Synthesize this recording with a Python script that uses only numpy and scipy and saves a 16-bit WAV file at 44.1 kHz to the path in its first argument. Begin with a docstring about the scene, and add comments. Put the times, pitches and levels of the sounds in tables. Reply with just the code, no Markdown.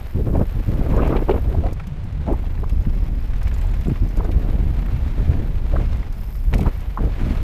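"""Wind rumbles and tears at a microphone on the rider as a mountain bike coasts fast down gravel.
Close below, the tyres hiss and crunch and briefly drone on hardpack; stones knock, crack and ping,
chain and cables click on the frame, and faint squeaks come in runs. The freehub's pawls buzz with
the wheel speed and fall silent for a moment after the bend."""
import sys
import numpy as np
from scipy import signal
from scipy.fft import rfft, irfft, next_fast_len
from scipy.io import wavfile
from scipy.ndimage import uniform_filter1d

SR = 44100
rng = np.random.default_rng(int(sys.argv[2]) if len(sys.argv) > 2 else 0)


def to_wav(s):
    """Save 16-bit WAV."""
    ch = np.atleast_2d(s).T  # columns
    pcm = np.round(np.clip(ch, -1, 1) * 32767)  # PCM
    wavfile.write(sys.argv[1], SR, pcm.astype(np.int16))


N = 327645
TIME = np.arange(N) / SR

# Levels in the tables are relative: the functions add their own gains.
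# Head wind between blasts. Each row: time in seconds, large eddies in dB, turbulence in dB.
HEAD_WIND = [(0, -26, -33.5), (0.11, -29, -43), (0.17, -17.5, -30), (0.62, -22.5, -39), (1.0, -19, -34),
             (1.68, -16.5, -29.5), (1.82, -27.5, -39), (2.2, -22, -34), (2.9, -15.5, -29),
             (3.08, -19.5, -29), (3.3, -18.5, -33), (3.78, -16, -31.5), (3.97, -21.5, -34.5),
             (4.6, -16, -23), (5.05, -18.5, -31), (5.85, -17, -28), (6.28, -24.5, -40), (6.5, -16.5, -37),
             (6.77, -24, -39.5), (7.43, -18.5, -30)]
# Blasts breaking over the microphone. Each row: start and length in seconds, buffet and tear in dB.
WIND_BLASTS = [(0.155, 0.12, -23.5, -53), (0.27, 0.035, -20, -29.5), (0.345, 0.081, -16, -26),
               (0.56, 0.04, -23.5, -44), (0.69, 0.075, -19.5, -35), (0.79, 0.08, -23.5, -30.5),
               (0.905, 0.062, -18.5, -23.5), (0.985, 0.19, -21, -22), (1.19, 0.037, -24.5, -25.5),
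               (1.292, 0.018, -22, -22), (1.33, 0.052, -26, -24.5), (1.455, 0.26, -28, -32.5),
               (2.285, 0.047, -22, -26.5), (3.875, 0.03, -20, -36.5), (4.03, 0.037, -22.5, -39.5),
               (4.187, 0.11, -26.5, -29), (4.355, 0.22, -41, -35.5), (5.19, 0.032, -23, -36.5),
               (5.29, 0.15, -24, -35), (5.735, 0.098, -24.5, -33), (6.535, 0.099, -19.5, -30),
               (6.666, 0.008, -15.5, -26), (7.005, 0.077, -21.5, -29), (7.215, 0.12, -21, -55)]
# Sudden gusts, from dull thumps to chirring flaps.
# Each row: middle in seconds, level in dB, pitch in Hz, half-length in seconds.
SUDDEN_GUSTS = [(0.16, -13, 101, 0.016), (0.195, -25, 404, 0.027), (0.358, -23.5, 624, 0.013),
                (0.411, -21.5, 620, 0.0048), (0.414, -15.5, 272, 0.012), (0.692, -14, 88.4, 0.016),
                (0.795, -15, 226, 0.0056), (0.944, -24, 746, 0.0045), (0.993, -27, 1104, 0.019),
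                (1.033, -25, 800, 0.0046), (1.047, -42, 2350, 0.05), (1.138, -29.5, 997, 0.032),
                (1.288, -25, 1000, 0.0029), (1.2956, -12, 870, 0.0023), (1.299, -7.5, 383, 0.0035),
                (1.315, -13.5, 375, 0.011), (1.55, -26.5, 674, 0.007), (1.593, -14.5, 72, 0.019),
                (1.644, -26, 593, 0.0098), (1.665, -27, 618, 0.02), (2.293, -24.5, 640, 0.025),
                (2.317, -22, 384, 0.02), (2.338, -30, 806, 0.0097), (2.443, -37, 764, 0.0039),
                (2.635, -27.5, 454, 0.0049), (2.64, -30, 950, 0.005), (2.872, -14, 98, 0.016),
                (3.649, -41, 760, 0.019), (3.884, -13, 135, 0.009), (3.919, -11, 111, 0.011),
                (4.033, -10, 42, 0.029), (4.191, -11, 39, 0.028), (4.206, -27.5, 910, 0.0057),
                (4.363, -9, 68.6, 0.021), (5.298, -8.5, 71.8, 0.022), (5.741, -25, 580, 0.012),
                (5.76, -22.5, 765, 0.0028), (5.765, -27, 1230, 0.0064), (6.595, -21, 660, 0.0027),
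                (6.669, -12, 81.4, 0.015), (6.67, -26, 1030, 0.016), (6.978, -21.5, 1026, 0.0073),
                (6.991, -28.5, 1040, 0.0026), (7.057, -11.5, 47.8, 0.033)]
# Tyres on gravel, louder when pressed into bends and dips. Each row: time in seconds, level in dB.
TYRE_LEVEL = [(0, -48), (0.3, -53.5), (0.58, -47.5), (1.12, -45.5), (1.34, -48.5), (2.0, -50.5),
              (2.45, -49.5), (2.54, -51.5), (3.3, -50.5), (3.62, -46), (3.9, -49), (5.34, -45.5),
              (5.59, -49), (5.92, -44.5), (6.1, -50), (6.48, -54), (6.66, -44.5), (6.93, -50.5),
              (7.33, -40), (7.43, -45.5)]
# Smooth, hard ground. Each row: start in seconds, length in seconds, drone level in dB.
HARD_GROUND = [(1.78, 0.53, -33.5)]
# Chain and cables on the frame. Each row: start in seconds, level in dB, frame ring offset in dB.
CHAIN_CLICKS = [(0.963, -41, -10), (1.074, -43, -3), (1.164, -53, 28.5), (1.31, -53, 29.5),
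                (1.729, -42, -12), (1.8697, -45, 4), (2.0383, -51, -10), (2.124, -52, -12), (2.694, -43, 5),
                (3.429, -41.5, -3), (3.478, -42.5, 8), (3.539, -56, -11), (3.581, -44, 7),
                (3.6123, -47, 11), (3.738, -47, 4), (3.8097, -46.5, 5), (3.845, -48, 12), (4.169, -41.5, 1),
                (4.3137, -45, 10), (5.968, -49, -8), (6.124, -45.5, -21), (6.542, -32.5, 5), (6.58, -38, 5),
                (6.606, -40.5, 11), (6.6273, -44, 8), (6.805, -46.5, -14)]
# Stones and ruts knocking the wheels. Each row: start in seconds, level in dB.
WHEEL_KNOCKS = [(1.684, -35), (1.796, -30.5), (2.3687, -49), (2.574, -39), (2.85, -38), (3.3324, -34),
                (3.4145, -34.5), (3.47, -31.5), (3.512, -33.5), (3.7365, -35), (3.894, -34), (3.956, -33.5),
                (4.824, -36), (4.8587, -35), (4.8825, -33), (5.3309, -33), (6.027, -33.5), (6.528, -27.5),
                (6.667, -35), (7.1928, -32)]
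# Sharp cracks: the snap of the strongest gust, and hard hits on the wheels.
# Each row: start in seconds, level in dB.
SHARP_CRACKS = [(1.296, -24.5), (1.299, -27), (5.8008, -36), (6.5379, -20.5)]
# Stones flicked against spokes and frame. Each row: start in seconds, level in dB, pitch in Hz.
STONE_PINGS = [(2.3265, -46.5, 12000), (2.8226, -53, 6550), (3.3614, -54, 6200), (3.54, -43, 7030),
               (3.6125, -47, 7850), (3.669, -50, 7600), (3.712, -49, 7100), (3.8795, -48, 7450),
               (4.087, -48, 6100), (4.2425, -48, 6900)]
# Wheel speed as heard in the freehub. Each row: time in seconds, pawl clicks per second.
HUB_RATE = [(0, 71), (1.1, 75), (1.5, 79), (2.3, 51), (3, 55), (3.5, 61), (4, 69), (5, 74), (6.3, 97),
            (7.43, 103)]
# Buzz of the freehub. Each row: time in seconds, level in dB.
HUB_LEVEL = [(0, -58), (1.45, -57), (2.35, -62.5), (4.03, -60), (6.1, -65.5), (6.21, -54), (7.12, -64.5),
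             (7.43, -64)]
# Runs of faint squeaking. Each row: start in seconds, length in seconds, level in dB.
SQUEAK_RUNS = [(2.6, 0.9, -58), (3.75, 0.45, -57), (5.85, 0.55, -57.5)]
# Spectra of the wind, the ground and the bike's parts. Each row: frequency in Hz, density in dB.
RUMBLE_SPECTRUM = [(8, -28), (20, -3.5), (32, 1.5), (55, -3.5), (80, -8), (120, -20), (250, -36.5),
                   (600, -82)]
BUFFET_SPECTRUM = [(40, -1), (80, -0.5), (115, 1.5), (170, -4), (260, -8.5), (400, -19.5), (800, -32.5),
                   (2500, -62)]
TEAR_SPECTRUM = [(120, -55), (260, 4.5), (360, 4), (550, -1.5), (850, -13.5), (1300, -19), (2500, -40),
                 (6000, -61)]
RASP_SPECTRUM = [(400, 15), (900, 13), (1500, -0.5), (2700, -6.5), (4000, -28), (8000, -68)]
GRAVEL_SPECTRUM = [(150, -20), (400, 8.5), (800, 7.5), (1300, 2.5), (2300, 0.5), (3000, -4.5), (4000, -8),
                   (5200, -14.5), (7000, -19), (9000, -24), (12000, -23), (15500, -34)]
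STEEL_SPECTRUM = [(2000, -27), (4400, 4.5), (5200, 5), (6000, 3.5), (6900, 5), (7400, -3), (7800, 2),
                  (8800, -2), (11000, 0.5), (13500, 0), (15500, -6)]
FRAME_SPECTRUM = [(800, -42), (2200, 17), (3500, 10), (6500, -19.5), (9000, -19), (15000, -32)]
KNOCK_SPECTRUM = [(300, -1.5), (900, 12), (1700, 9.5), (2300, 8), (3200, -2.5), (5000, -14), (8000, -22),
                  (15000, -27)]
PAWL_SPECTRUM = [(2000, -50), (4500, -16), (5180, -9), (5700, -16.5), (8700, -16.5), (10000, -14.5),
                 (12200, -13.5), (12900, -2.5), (13450, -2), (14200, -16), (15500, -12)]


def wind(level_db=-1, rasp_db=-39, lump_db=4, heave_db=1.5, attack_s=0.016, release_s=0.015):
    """Large eddies push on the microphone port; small ones break off their crests and rasp when strong."""
    turbulence_db = follow(HEAD_WIND, column=2)
    buffet_blast = swells(WIND_BLASTS, attack_s, release_s)
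    tear_blast = swells(WIND_BLASTS, attack_s, release_s, column=3)
    eddy_gain = np.hypot(amp(follow(HEAD_WIND) + heave_db * flutter(14)), buffet_blast)
    buffet_gain = np.hypot(amp(turbulence_db), buffet_blast)
    faint_tear_db = -48 + 0.99 * (turbulence_db + 31.5)  # the head wind tears more as it grows turbulent
    tear_gain = np.hypot(amp(faint_tear_db), tear_blast)
    rasp_gain = amp(rasp_db) * (tear_gain / amp(-27)) ** 2.28  # climbs steeply in strong flow
    eddies = steady(noise(RUMBLE_SPECTRUM), size=2800)
    crests = np.sqrt(0.31 + 0.69 * eddies ** 2)
    buffet = steady(noise(BUFFET_SPECTRUM) * crests, size=2000)
    tear = steady(noise(TEAR_SPECTRUM) * crests * amp(lump_db * flutter(25)), size=1600)
    rasp = steady(noise(RASP_SPECTRUM) * crests * amp(lump_db * flutter(110)), size=1600)
    body = eddies * eddy_gain + buffet * buffet_gain + tear * tear_gain
    return amp(level_db) * body + rasp * rasp_gain


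def gusts(level_db=-1, wander=0.13, rise=0.15, width_octaves=0.36, size=6000):
    """Each gust sheds a quickening run of vortices at the microphone; longer runs break up more."""
    out = np.zeros(N)
    t = (np.arange(size) - size / 2) / SR
    bin_hz = np.fft.rfftfreq(size, 1 / SR) + 1
    for middle, db, hz, half_length in SUDDEN_GUSTS:
        jitter, spray = rng.standard_normal((2, size))
        drift = unit(signal.fftconvolve(jitter, signal.windows.hann(int(2 * SR / hz)), "same"))
        shedding_hz = hz * (1 + wander * drift + rise * np.tanh(t / half_length))
        phase = 2 * np.pi * np.cumsum(shedding_hz) / SR
        phase -= phase[size // 2]  # the hardest push comes in the middle
        steepness = 0.36 / (1 + (hz / 300) ** 2)  # large, slow vortices have the steepest crests
        vortices = unit(sum(steepness ** k * np.cos((k + 1) * phase) for k in range(4)))
        band = np.exp(-0.5 * (np.log2(bin_hz / hz) / width_octaves) ** 2)
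        broken = unit(irfft(rfft(spray) * band, size))
        swell = np.exp(-2 * (t / half_length) ** 2)
        gust = swell * (vortices + np.sqrt(hz * half_length / 6) * broken)  # equal parts at six cycles
        gust *= np.linalg.norm(swell) / np.linalg.norm(gust)
        add(out, middle + t[0], amp(db + level_db) * gust)
    return out


def tyres(hiss_db=1.15, crunch_db=-3.5, bump_db=1.56):
    """Below the rider, knobs crush fine grit while bumps vary the load."""
    load = amp(bump_db * flutter(46))
    crunch = unit(colour(grains(per_s=1100, spread_db=5.5), GRAVEL_SPECTRUM))
    hiss = noise(GRAVEL_SPECTRUM)
    return (amp(hiss_db) * hiss + amp(crunch_db) * crunch) * load * amp(follow(TYRE_LEVEL))


def tread(drone_hz=140, waver=0.213, uneven_db=2):
    """The knobs slap the hard ground in a low, unsteady drone."""
    phase = 2 * np.pi * np.cumsum(drone_hz * (1 + waver * flutter(44.6))) / SR
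    drone = unit(np.sin(phase) * amp(uneven_db * flutter(25)))
    return drone * swells(HARD_GROUND, attack_s=0.086, release_s=0.08)


def rattle(click_db=-4, frame_db=-8, knock_db=-4):
    """Steel clicks, the frame rings duller, the wheels knock; hard hits and the strongest gust crack."""
    out = np.zeros(N)
    for start, db, ring_db in CHAIN_CLICKS:
        add(out, start, amp(db + click_db) * strike(STEEL_SPECTRUM, rise_s=0.0025, t60_s=0.03))
        frame_ring = strike(FRAME_SPECTRUM, rise_s=0.0013, t60_s=0.051)
        add(out, start, amp(db + ring_db + frame_db) * frame_ring)
    for start, db in WHEEL_KNOCKS:
        add(out, start, amp(db + knock_db) * strike(KNOCK_SPECTRUM, rise_s=0.002, t60_s=0.042))
    for start, db in SHARP_CRACKS:
        add(out, start, amp(db) * strike(KNOCK_SPECTRUM, rise_s=0.00034, t60_s=0.008))
    return out


def stone_pings(ring_db=-3, tick_db=-5, t60_s=0.047):
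    """A stone gives a sharp tick, and the part it hits rings briefly at its own pitch."""
    out = np.zeros(N)
    for start, db, hz in STONE_PINGS:
        tick = strike([(hz / 4, -9), (hz, 0), (2 * hz, -13)], rise_s=0.0008, t60_s=0.046)
        t = np.arange(len(tick)) / SR
        ring = np.sin(2 * np.pi * hz * t) * amp(-60 * t / t60_s)
        add(out, start, amp(db + ring_db) * ring + amp(db + tick_db) * tick)
    return out


def freehub(ring_s=0.0052, uneven_db=2, fades_at_s=1.46, resumes_s=2.32, fade_db_per_s=49):
    """A pawl drops off each tooth and chatters in the hub; the buzz fades once and snaps back."""
    rate = follow(HUB_RATE)
    teeth_passed = np.cumsum(rate * (1 + 0.048 * flutter(40))) / SR
    since_tooth_s = (teeth_passed % 1) / rate
    chatter = grains(per_s=2500, spread_db=2) + 0.93 * rng.standard_normal(N)
    drops = np.exp(-since_tooth_s / ring_s) * chatter * amp(uneven_db * flutter(67))
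    pause_db = -fade_db_per_s * np.maximum(TIME - fades_at_s, 0) * (TIME < resumes_s)
    return unit(colour(drops, PAWL_SPECTRUM)) * amp(follow(HUB_LEVEL) + pause_db)


def squeaks(top_hz=5330, scatter_hz=100, scratch_hz=1500, fall_hz_per_s=22000, uneven_db=2):
    """Faint runs of tiny, scratchy, falling squeaks, perhaps a brake disc brushing its pad."""
    chirp_s, spacing_s = 0.017, 0.027
    out = np.zeros(N)
    t = np.arange(0, chirp_s, 1 / SR)
    for start, length, db in SQUEAK_RUNS:
        for onset in np.arange(start, start + length, spacing_s):
            late, pitch, strength = rng.standard_normal(3)
            hz = top_hz + scatter_hz * pitch - fall_hz_per_s * t + scratch_hz * rng.standard_normal(len(t))
            chirp = np.sin(2 * np.pi * np.cumsum(hz) / SR) * np.sin(np.pi * t / chirp_s) ** 2
            add(out, onset + late * spacing_s / 6, amp(db + uneven_db * strength) * chirp)
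    return out


def strike(spectrum, rise_s, t60_s, size=6000):
    """A short noise burst, like a blow on a part with many close modes; its loudest 2 ms have rms one."""
    t = np.arange(size) / SR
    burst = rng.standard_normal(size) * (1 - np.exp(-t / rise_s)) * amp(-60 * t / t60_s)
    ring = colour(burst, spectrum, size=1024)
    return ring / np.sqrt(uniform_filter1d(ring ** 2, 88).max())


def grains(per_s, spread_db):
    """Random impacts, mostly small, a few large."""
    impacts = amp(spread_db * np.minimum(rng.exponential(1, N), 4)) * rng.choice([-1, 1], N)
    return impacts * (rng.random(N) < per_s / SR)


def swells(rows, attack_s, release_s, column=2):
    """Gain of events that swell up to their start, hold for their length and die away; powers add."""
    power = np.zeros(N)
    for row in rows:
        start, length = row[:2]
        t = np.arange(-4 * attack_s, length + 6 * release_s, 1 / SR)
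        shape = np.exp(-(np.minimum(t, 0) / attack_s) ** 2 - np.maximum(t - length, 0) / release_s)
        add(power, start + t[0], (amp(row[column]) * shape) ** 2)
    return np.sqrt(power)


def colour(x, spectrum, size=4096):
    """Passes x through a causal filter with the given spectrum."""
    log_gain = np.log(spectrum_gain(spectrum, np.fft.fftfreq(size, 1 / SR)))
    taps = np.fft.ifft(np.exp(np.conj(signal.hilbert(log_gain)))).real  # minimum phase
    return signal.fftconvolve(x, taps[:size // 2])[:len(x)]


def noise(spectrum):
    """Even noise with the given spectrum and an rms of one."""
    size = next_fast_len(N)
    gain = spectrum_gain(spectrum, np.fft.rfftfreq(size, 1 / SR))
    return unit(irfft(rfft(rng.standard_normal(size)) * gain, size)[:N])


def spectrum_gain(spectrum, bin_hz):
    """Gain of a spectrum at each bin, interpolated over log frequency."""
    hz, db = np.transpose(spectrum)
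    return amp(np.interp(np.log(abs(bin_hz) + 1), np.log(hz), db))


def flutter(hz, step=32):
    """Random wavering of unit size, up to about hz."""
    size = N // step + 2
    gain = np.exp(-(np.fft.rfftfreq(size, step / SR) / hz) ** 2)
    coarse = unit(irfft(rfft(rng.standard_normal(size)) * gain, size))
    return np.interp(np.arange(N) / step, np.arange(size), coarse)


def steady(x, size):
    """Holds the power constant over spans of size samples; faster lumps stay."""
    power = uniform_filter1d(uniform_filter1d(x ** 2, size), size)
    return x / np.sqrt(abs(power) + 1e-12)


def follow(rows, column=1):
    """One column of a curve at every sample."""
    rows = np.asarray(rows)
    return np.interp(TIME, rows[:, 0], rows[:, column])


def add(mix, start_s, sound):
    """Mixes a sound in at start_s."""
    part = mix[max(round(start_s * SR), 0):][:len(sound)]
    part += sound[:len(part)]


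def amp(db):
    """Decibels to gain."""
    return 10 ** (np.asarray(db) / 20)


def unit(x):
    """Scales to an rms of one."""
    return x / np.sqrt(np.mean(x ** 2) + 1e-20)


def scene():
    """Open hillside, one microphone on the rider: every source is close and dry."""
    return (wind() + gusts() + tyres() + tread() + freehub() + rattle() + stone_pings() + squeaks())[None]


def record(dry, ceiling=0.88, cutoff_hz=15400):
    """The microphone rounds off the strongest pushes, and the highest treble is cut."""
    rounded = ceiling * np.tanh(dry / ceiling)
    lowpass = signal.firwin(511, cutoff_hz, window=("kaiser", 9), fs=SR)
    return signal.oaconvolve(rounded, lowpass[None], "same")


dry = scene()
out = record(dry)
to_wav(out)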